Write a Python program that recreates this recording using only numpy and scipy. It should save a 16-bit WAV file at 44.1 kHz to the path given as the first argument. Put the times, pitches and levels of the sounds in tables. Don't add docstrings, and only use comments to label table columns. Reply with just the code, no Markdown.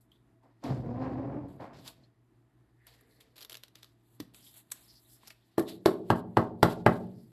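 import sys
import numpy as np
from scipy import signal
from scipy.fft import rfft, irfft
from scipy.io import wavfile

SR = 44100
rng = np.random.default_rng(int(sys.argv[2]) if len(sys.argv) > 2 else 0)


def volts_from_db(level):
    exponent = np.asarray(level, float) / 20
    return 10 ** exponent


def store_pcm(level_fs):
    pcm = np.round(np.clip(level_fs, -1, 1) * 32767).astype(np.int16)
    wavfile.write(sys.argv[1], SR, np.atleast_2d(pcm).T)


N = 322792

# (time [s], ring pitch [Hz], ring level [dB], table level [dB], crack level [dB])
TABLE_BLOWS = [
    (5.5806, 327.6, -13.5, -22.5, -41.5),
    (5.8589, 364, -12, -18.5, -29),
    (6.1023, 780, -20, -20.5, -34.5),
    (6.3703, 760, -14, -20, -37.5),
    (6.6288, 800, -19.5, -18.5, -25),
    (6.8628, 890, -22, -19, -34.5),
]


def rms_one(x):
    return x / np.sqrt(np.mean(x ** 2) + 1e-20)


def in_time(rows):
    s, *columns = np.transpose(rows)
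    return [np.interp(np.arange(N) / SR, s, c) for c in columns]


def at_hz(points, hz):
    points = np.array(points)
    return np.interp(np.log(hz + 1), np.log(points[:, 0]), points[:, 1])


def colour(x, points):
    size = 8192
    hz = np.arange(size // 2 + 1) * SR / size
    cepstrum = irfft(np.log(volts_from_db(at_hz(points, hz))))
    cepstrum[1:size // 2] *= 2
    cepstrum[size // 2 + 1:] = 0
    return signal.fftconvolve(x, irfft(np.exp(rfft(cepstrum))))[:len(x)]


def band(x, low_hz, high_hz):
    sos = signal.butter(2, [low_hz, high_hz], "band", fs=SR, output="sos")
    return signal.sosfilt(sos, x + 1e-18)


def drift(rate_hz):
    r = np.exp(-2 * np.pi * rate_hz / SR)
    return rms_one(signal.lfilter([1], [1, -2 * r, r * r], rng.standard_normal(N + SR))[SR:])


def resonance(x, hz, width_hz):
    r = np.exp(-np.pi * width_hz / SR)
    poles = [1, -2 * r * np.cos(2 * np.pi * hz / SR), r * r]
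    return signal.lfilter([(1 - r * r) / 2, 0, (r * r - 1) / 2], poles, x)


def grains(per_s, spread_db):
    sizes = volts_from_db(spread_db * np.minimum(rng.exponential(1, N), 4)) * rng.choice([-1, 1], N)
    return rms_one(sizes * (rng.random(N) < per_s / SR))


def gestures(rows, shares):
    t = np.arange(0, N + 32, 32) / SR
    s, db, rise, hold, fall, tone_db = np.transpose(rows)[:, :, None]
    before, after = np.maximum(s - t, 0), np.maximum(t - s - hold, 0)
    level_db = db - np.abs(rise) * before - np.abs(fall) * after
    gains = []
    for share in shares:
        power = (volts_from_db(level_db + share * tone_db) ** 2).sum(axis=0)
        gains.append(np.interp(np.arange(N) / SR, t, np.sqrt(power)))
    return gains


def knocks(blows, soft_db=0):
    # (frequency [Hz], level [dB], T60 [s])
    table_modes = [(93, 10.5, 0.09), (122.6, 15, 0.078), (147, -2.5, 0.16), (169.5, 3.5, 0.15),
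                   (183.5, -5.5, 0.56), (228.7, 3.5, 0.14), (320.2, 1, 0.13), (415, 2, 0.063),
                   (424.4, -17.5, 0.44), (264.2, -14, 0.37), (760, 6, 0.027), (1207, -4, 0.044),
                   (502, -5.5, 0.14), (574, 4.5, 0.031), (692, 7, 0.033), (884, 12.5, 0.019),
                   (1130, 6.5, 0.038), (1470, 1, 0.0094), (1864, -11, 0.028), (2320, -20, 0.06),
                   (2600, -26, .06), (2980, -22.5, .05)]
    # (frequency [Hz], level [dB], T60 [s])
    shelf_modes = [(360, -15, .15), (383.6, -8, 0.14), (643, -16.5, 0.45), (746, -11, .22),
                   (920, -14.5, 0.076), (1052, -18.5, 0.26), (1177, -12, .17), (1284, -15, .15),
                   (1433, -5.5, 0.052), (1543, -14, .13), (1796, -14, .15), (1860, -21.5, 0.13),
                   (1938, -20.5, .12), (2125, -17, 0.067)]
    # (frequency [Hz], level [dB])
    slap_spectrum = [(200, -22.5), (500, -8), (1200, 1.5), (1700, -3.5), (2300, -12.5), (3000, -20.5),
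                     (4000, -42), (6000, -55.5)]
    # (frequency [Hz], level [dB])
    crack_spectrum = [(1500, 17), (2500, 6), (4200, 12.5), (6500, -3), (8000, 1), (9500, -6), (12500, 5.5),
                      (14000, -33)]
    whole_table = (59, -10.5, 0.24)
    modes = table_modes + shelf_modes + [whole_table]
    push_s, deep_lag_s = .00026, .0031
    out, t = np.zeros(N + SR), np.arange(SR * 3 // 4) / SR
    draws = rng.standard_normal((len(blows), len(table_modes) + len(t)))
    for (s, ring_hz, ring_db, table_db, crack_db), draw in zip(blows, draws):
        cycles = t * ring_hz
        ring = np.exp(-(cycles / 3.8) ** 2) * np.tanh(cycles / .12) * np.sin(2 * np.pi * cycles)
        hit = band(-volts_from_db(ring_db) * ring, ring_hz / 4, 9000)

        push_db = table_db + 13 + 12.0 * np.log2(ring_hz / 820)
        hit -= volts_from_db(push_db) * np.exp(-((t - 2 * push_s) / push_s) ** 2)

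        thud_db = table_db + soft_db - 13 + 5.5 * np.log2(ring_hz / 360)
        luck_db = 1.5 * draw
        for k, (hz, db, t60_s) in enumerate(modes):
            deep = hz < 140
            struck_db = thud_db if hz < 250 else table_db - 6.3 * np.log2(max(hz / ring_hz, 1))
            struck_db += 4 * np.log2(ring_hz / 820) * deep
            late = np.maximum(t - deep_lag_s * deep, 0)
            swell = (1 - np.exp(-late * hz / .5)) * (-1 if deep else 1)
            decay = volts_from_db(db + struck_db + luck_db[k] - 60 * t / t60_s)
            hit += (-1) ** k * decay * swell * np.sin(2 * np.pi * hz * late)

        fade = np.exp(-t / .002) + .35 * np.exp(-t / .014)
        hit += volts_from_db(crack_db) * colour(draw[-len(t):] * fade, crack_spectrum)
        slap = (0.52 * draw[:len(t)] - 3.8 * (t == 0)) * np.exp(-t / 0.0063)
        hit += volts_from_db(table_db + 28.8 * np.log2(ring_hz / 500)) * colour(slap, slap_spectrum)

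        at, lead_length = round(s * SR), round(0.008 * SR)
        out[at:at + len(t)] += hit
        lead_in = draw[:lead_length] * np.linspace(0, 1, lead_length) ** 2
        out[at - lead_length:at] += volts_from_db(table_db - 9) * band(lead_in, 400, 1800)
    return band(out[:N], 55, 18000)


def drawer():
    # (start [s], level [dB], hold [s], fall [dB/s], sharpness [dB])
    drawer_moves = [(0.44, -69, 0.034, 198, 14.5), (0.641, -38.5, 0.061, 253, 8),
                    (0.676, -38.5, 0.097, 58.5, -4.5), (0.844, -41, 0.067, 56, -1),
                    (0.96, -40, 0.42, 258, 0.5), (1.018, -49, 0.04, 119, 18.5), (1.406, -46, 0.057, 64, -2),
                    (1.606, -52, 0.0084, 104, 20.5), (1.717, -55, 0.04, 68, -2),
                    (1.848, -61.5, .03, 296.5, 8), (1.99, -68, 0.029, 194, -4)]
    # (frequency [Hz], width [Hz], level [dB])
    carcass_modes = [(56.3, 58, -4), (126.7, 20.2, 9), (280.6, 69, 1), (535, 82, -2), (690, 136, -1),
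                     (1000, 285, -11.5), (1230, 270, -49), (1590, 1700, -49)]
    # (low [Hz], high [Hz], level [dB], share of sharpness [1])
    drawer_bands = [(35, 240, -1.5, -1.08), (210, 420, 1, 0.25), (415, 1400, -8.5, 0.7),
                    (1290, 3100, -17.5, 0.93)]
    # (time [s], rate [Hz])
    roller_rate = [(.4, 235.3), (.87, 241), (.97, 250.3), (1.03, 254.2), (1.2, 264), (1.3, 276.2),
                   (1.4, 285), (2.1, 297)]
    moves = [(s, db, 1500.5, *rest) for s, db, *rest in drawer_moves]
    gains = gestures(moves, [part[-1] for part in drawer_bands])
    turns = np.cumsum(in_time(roller_rate)[0] * (1 + .022 * drift(25))) / SR
    bumps = np.diff(np.floor(turns), prepend=0) * volts_from_db(3.5 * drift(45))
    rolling = np.interp(np.arange(N) / SR, [.8, .9, 1.4, 1.5], [.1, 1, 1, .1])
    grit = rms_one(band(grains(1500, 3.0), 20, 1500))
    drive = .7 * rolling * rms_one(band(bumps, 100, 900)) + grit
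    carcass = volts_from_db(-34.0) * band(drive, 39, 1200)
    for k, (hz, width_hz, db) in enumerate(carcass_modes):
        carcass = carcass + volts_from_db(db) * resonance(drive, hz, width_hz) * (-1) ** k
    out = 0
    for gain, (low, high, db, _) in zip(gains, drawer_bands):
        part = band(band(carcass, low, high), low * 1.04, high * 2.07)
        out = out + gain * volts_from_db(db) * rms_one(part)
    return out


def rubbing():
    # (frequency [Hz], level [dB])
    rub_spectrum = [(350, -30.5), (650, -4.5), (1300, -12.5), (2300, -9.5), (3400, -7), (4800, -7),
                    (6300, -16), (7800, -6), (9300, -10.5), (11000, 0.5), (12800, 6.5), (14000, -16)]
    # (start [s], level [dB], hold [s], fall [dB/s], brightness [dB])
    film_jerks = [(0.009, -87.5, .005, 300, 15), (0.116, -79, .005, 130, 1), (0.43, -81, 0.0084, 140, -7),
                  (0.639, -53.5, .02, 300, -12), (1.012, -64.5, 0.018, 96.5, -28),
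                  (1.605, -62.5, 0.023, 154, -14), (1.484, -69.5, .005, 127, 0),
                  (1.733, -59, 0.063, 302, -13.5), (2.868, -57, 0.0055, 108, -7),
                  (3.204, -60.5, 0.0094, 500, -1.5), (3.23, -72.5, 0.033, 123, -22),
                  (3.36, -58.5, 0.079, 452, -2.5), (3.496, -56, 0.032, 196, 1),
                  (3.632, -59, .005, 326, -10), (3.752, -60.5, 0.0056, 163, -9.5),
                  (3.827, -60.5, .005, 270, -5), (4.199, -57.5, 0.0055, 345, -0.5),
                  (4.338, -62, 0.04, 119, 4.5), (4.442, -68, 0.057, 85, 7.5), (4.541, -62, 0.063, 909, 5.5),
                  (4.716, -51, 0.0016, 602, 9), (4.744, -61.5, 0.011, 57, 5), (5.3, -53.5, 0.0098, 700, -3)]
    # (start [s], level [dB], hold [s], fall [dB/s],
    # brightness [dB])
    card_settles = [
        (5.58, -54.5, 0.0061, 398, 12),
        (5.858, -48, 0.014, 235, -1),
        (6.156, -58, 0.036, 700, -3.5),
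        (6.392, -54.5, 0.0043, 218, -8.5),
        (6.65, -47.5, 0.079, 796.5, -7),
        (6.737, -63, 0.072, 500, -8),
        (6.887, -56, 0.086, 598.5, -5.5),
        (6.998, -66.5, 0.005, 76, -7),
    ]
    # (peak [s], level [dB], rise [dB/s], fall [dB/s], brightness [dB])
    film_strokes = [(0.664, -49.5, 508, 119, -14), (1.051, -67, 40, 26, -16.5),
                    (1.873, -46.5, 407, 290, -4.5), (2.046, -73, 48, 297, -16), (2.858, -81, 107, 500, -2),
                    (3.124, -82, 142, 77, 8.5), (4.152, -99.5, 103, 386, 28), (5.05, -89, 85, 62, 25.5),
                    (5.144, -74, 99, 189, 14), (5.284, -56.5, 183, 1004, -9), (5.45, -75, 4.5, 9, -6),
                    (6.098, -61, 299, 1500, -7), (5.689, -46.5, 900, 298, -4), (5.689, -46.5, 900, 298, -4),
                    (7.22, -79.5, 75, 146, 9.5), (7.31, -78, 149.5, 100, 2)]
    jerk_db_per_s = 6000
    moves = [(s, db, jerk_db_per_s, *rest) for s, db, *rest in film_jerks + card_settles]
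    moves += [(s, db, rise, 0, fall, bright_db) for s, db, rise, fall, bright_db in film_strokes]
    moves += [(blow[0], -71, 299, 0, jerk_db_per_s, -2) for blow in TABLE_BLOWS[1:]]
    level, bright = gestures(moves, [0, 1])
    slips = colour(grains(5000, 0.83) * volts_from_db(.8 * drift(40)), rub_spectrum)
    edges, patches = np.geomspace(420, 6800, 10), 0
    for k in range(9):
        patch = band(slips, edges[k], edges[k + 1]) * volts_from_db(1.6 * drift(14))
        patches = patches + patch * (-1) ** k
    top = -rms_one(band(slips, 4600, 11000)) * volts_from_db(2.0 * drift(18))
    return volts_from_db(-4.0) * (level * rms_one(patches) + bright * top)


def snaps(rows, share=0.47, burst_s=0.0035, width_hz=1000):
    # (frequency [Hz], level [dB])
    snap_spectrum = [(180, -73), (300, 4.5), (647, -7.5), (736, -18), (1130, -7.5), (1890, -8.5),
                     (2260, -9.5), (2960, -8), (3890, -7), (9400, -7.5), (12500, 1), (13800, -13)]
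    out, t = np.zeros(N), np.arange(1400) / SR
    draws = rng.standard_normal((len(rows), len(t)))
    for (s, peak_db, hz, top_db), noise in zip(rows, draws):
        click = noise * share * np.exp(-t / burst_s) + 1.73 * (t == 0)
        click = colour(click, snap_spectrum)
        body = band(band(click, hz / 8.5, 9700), hz / 19.0, 16200)
        burst = body + 3.1 * resonance(body * 0 + click, hz, width_hz)
        burst = burst + volts_from_db(top_db + 10.5) * band(click, 6700, 19200)
        at = round(s * SR)
        out[at:at + len(t)] += volts_from_db(peak_db) * burst / np.abs(burst).max()
    return out


def creaks():
    # (time [s], peak level [dB], pitch [Hz])
    creak_ticks = [(3.3585, -47, 3850), (3.363, -53, 3770), (3.3659, -43, 3800), (3.381, -37, 3850),
                   (3.385, -43, 3560), (3.39, -39, 3700), (3.4, -59, 3500), (3.408, -36, 3780),
                   (3.4146, -35, 3880), (3.423, -35.5, 3650), (3.4272, -34.5, 3870), (3.431, -38, 3970),
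                   (3.4485, -34, 3700), (3.4973, -30.5, 3700), (3.5088, -39, 2900), (3.521, -34, 3100),
                   (3.5288, -31, 3960), (3.544, -32, 3370), (3.5532, -30, 3060), (3.555, -50, 3240),
                   (3.5707, -32.5, 4010), (3.579, -45, 3900), (3.6358, -29.5, 3800), (3.682, -45, 3650),
                   (3.7554, -36.5, 3450), (3.7865, -51, 4310), (3.8308, -37, 3300), (3.8447, -40, 3850)]
    rows = [(s, db, hz, -8.5 + 17 * np.log2(hz / 3700)) for s, db, hz in creak_ticks]
    return snaps(rows, share=0.23, burst_s=0.0028, width_hz=1140)


def squeak():
    # (start [s], length [s], from [Hz], top [Hz], level [dB])
    film_chirps = [
        (.115, 0.043, 3110, 3500, -56),
        (2.035, 0.048, 4130, 4400, -59.5),
        (4.462, 0.059, 3390, 3580, -46),
    ]
    # (start [s], length [s], from [Hz], top [Hz], level [dB])
    film_whines = [
        (4.752, .03, 4500, 5300, -68),
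        (4.822, .045, 4500, 5400, -69),
        (4.862, .075, 3500, 5350, -65),
        (4.958, .04, 3900, 5050, -68),
        (5.045, .03, 3300, 3900, -71),
    ]
    out, rough = np.zeros(N), drift(270)
    for rows, arch in ((film_chirps, .5), (film_whines, 1)):
        for s, length_s, from_hz, top_hz, db in rows:
            x = np.arange(round(length_s * SR)) / (length_s * SR)
            if arch == 1:
                shape = np.sqrt(np.sin(np.pi * x))
            else:
                shape = np.minimum(x * 10, 1) * volts_from_db(-35 * x)
            hz = from_hz + (top_hz - from_hz) * np.sin(np.pi * arch * x)
            tone = np.sin(2 * np.pi * np.cumsum(hz) / SR)
            out[round(s * SR):][:len(x)] += volts_from_db(db) * shape * tone
    return out * (.55 + .7 * rough)


def fingers():
    # (start [s], level [dB], hold [s], fall [dB/s], centre [Hz])
    finger_touches = [(2.8, -75.5, 0.3, 53, 1870), (2.9, -74.5, 0.58, 61, 447),
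                      (3.11, -76, 0.058, 300, 4300), (6.6, -80.5, .025, 290, 4200),
                      (4.43, -67, 0.058, 300, 4860), (4.9, -68.5, 0.082, 599.5, 4700),
                      (4.9, -69, 0.028, 310, 4800), (5.425, -82, 0.0075, 208, 3500),
                      (4.4, -71.5, 0.1, 150, 3340), (5.68, -56.5, .03, 306.5, 3800),
                      (5.1, -73, 0.062, 202, 5050), (7.15, -78.5, 0.092, 203, 4800),
                      (0.43, -71, 0.014, 200, 950), (2.5, -90, 0.19, 62, 1680), (0.12, -80, .03, 148, 3500)]
    grain, out = grains(3000, 2.0) * volts_from_db(2.5 * drift(15)), 0
    for s, db, hold, fall, hz in finger_touches:
        width_hz = 0.26 * hz
        gain = gestures([(s, db, 701, hold, fall, 0)], [0])[0]
        out = out + gain * rms_one(resonance(resonance(grain, hz, width_hz), hz, width_hz))
    return out


def walls(x):
    echo_delays = [.0112, .0195, .0297]
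    echo_levels = [-19.5, -16.5, -16]
    echoes = sum(volts_from_db(db) * np.roll(x, round(s * SR)) for s, db in zip(echo_delays, echo_levels))
    return -band(echoes, 200, 2400)


def room(x):
    # (frequency [Hz], level [dB])
    room_level = [(82, -12.5), (190, -4), (300, -9.5), (500, -8), (900, -8.5), (1400, -6.5), (2020, -7.5),
                  (2780, -10), (4150, -13.5), (11100, -15.5)]
    # (frequency [Hz], T60 [s])
    room_decay = [(80, 1), (190, 1), (300, .85), (500, .62), (900, .35), (1400, .28), (2000, .23),
                  (2800, .25), (4150, .3), (11000, .18)]
    t, tail = np.arange(SR) / SR, 0
    edges = 40 * 2 ** np.arange(0, 8.8, .3)
    white = rng.standard_normal((2, SR))
    for k, (low, high) in enumerate(zip(edges, edges[1:])):
        hz = np.sqrt(low * high)
        t60_s = at_hz(room_decay, hz)
        decay = volts_from_db(at_hz(room_level, hz) - 60 * t / t60_s) / np.sqrt(t60_s * SR / 14)
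        tail = tail + band(white[k % 2], low, high) * decay
    tail = tail * (1 + volts_from_db(9.5 - 60 * t / 0.033))
    onset = np.clip((t - .004) / 0.00067, 0, 1)
    return signal.fftconvolve(x, tail * onset)[:N]


def air():
    # (frequency [Hz], level [dB])
    air_spectrum = [(15, -57.5), (25, -39.5), (48, -9.5), (84, -20), (122, -9), (159, -17), (333, -10.5),
                    (522, -30), (644, -27), (735, -26), (1150, -29), (5620, -50), (12400, -46.5),
                    (13800, -52.5)]
    # (frequency [Hz], width [Hz], level [dB])
    motor_lines = [(59, 6.0, -83), (123.6, 3.4, -76.5), (654, 23, -85.5), (1830, 390, -89.5)]
    hum = volts_from_db(-67.5 + 1.7 * drift(1.9)) * np.sin(2 * np.pi * 118.0 * np.arange(N) / SR)
    for hz, width_hz, db in motor_lines:
        line = resonance(resonance(rng.standard_normal(N), hz, width_hz), hz, width_hz)
        hum += volts_from_db(db + 2.5 * drift(2)) * rms_one(line)
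    sway = volts_from_db(1.3 * drift(3))
    return volts_from_db(-70.5) * sway * rms_one(colour(rng.standard_normal(N), air_spectrum)) + hum


def scene():
    # (time [s], peak level [dB], pitch [Hz], top share [dB])
    crease_snaps = [(0.118, -59, 3070, -10), (0.639, -40, 5060, -14), (1.8774, -32.5, 3930, -44),
                    (2.8684, -42, 2070, -2), (3.0093, -52.5, 1520, -1), (3.2086, -46, 3700, -10),
                    (4.202, -31.5, 3560, -10.5), (4.3458, -44, 2110, -43), (4.703, -52, 3600, -4),
                    (4.7187, -21, 7600, -6.5), (4.7222, -45, 7140, -14), (5.255, -58, 3800, -20),
                    (5.2737, -38.5, 5500, -9), (5.2801, -36.5, 5400, -4), (5.3048, -37.5, 2520, -9.5),
                    (5.5961, -31, 1670, 1), (5.6244, -44, 1800, -12)]
    # (time [s], ring pitch [Hz], ring level [dB], table level [dB],
    # crack level [dB])
    close_bumps = [
        (1.6015, 769, -44, -60, -74),
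        (4.2008, 301, -31, -49, -60.5),
        (5.233, 1000, -52.5, -80.5, -74),
        (5.595, 328, -23.5, -42, -43),
    ]
    # (frequency [Hz], level [dB])
    side_spectrum = [(2800, -100), (3700, -55), (4400, -18), (6000, -13), (9000, -8), (13000, -10)]
    blows, ticks = knocks(TABLE_BLOWS), creaks()
    loud = blows + snaps(crease_snaps)
    near = knocks(close_bumps, soft_db=12.5)
    wet = room(loud + volts_from_db(-7) * near + volts_from_db(-2) * ticks) + walls(blows)
    mid = loud + ticks + near + wet + drawer() + rubbing() + squeak() + fingers() + air()
    side = colour(mid * np.tanh(3 * drift(120)), side_spectrum)
    return np.array([mid + side, mid - side])


def roll_off(x):
    return signal.sosfilt(signal.butter(12, 14320, fs=SR, output="sos"), x)


def record(dry):
    shelf_sos = signal.ellip(10, .5, 26, 13150, fs=SR, output="sos")
    mix = signal.sosfilt(shelf_sos, dry)
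    return roll_off(mix)


dry = scene()
out = record(dry)
store_pcm(out)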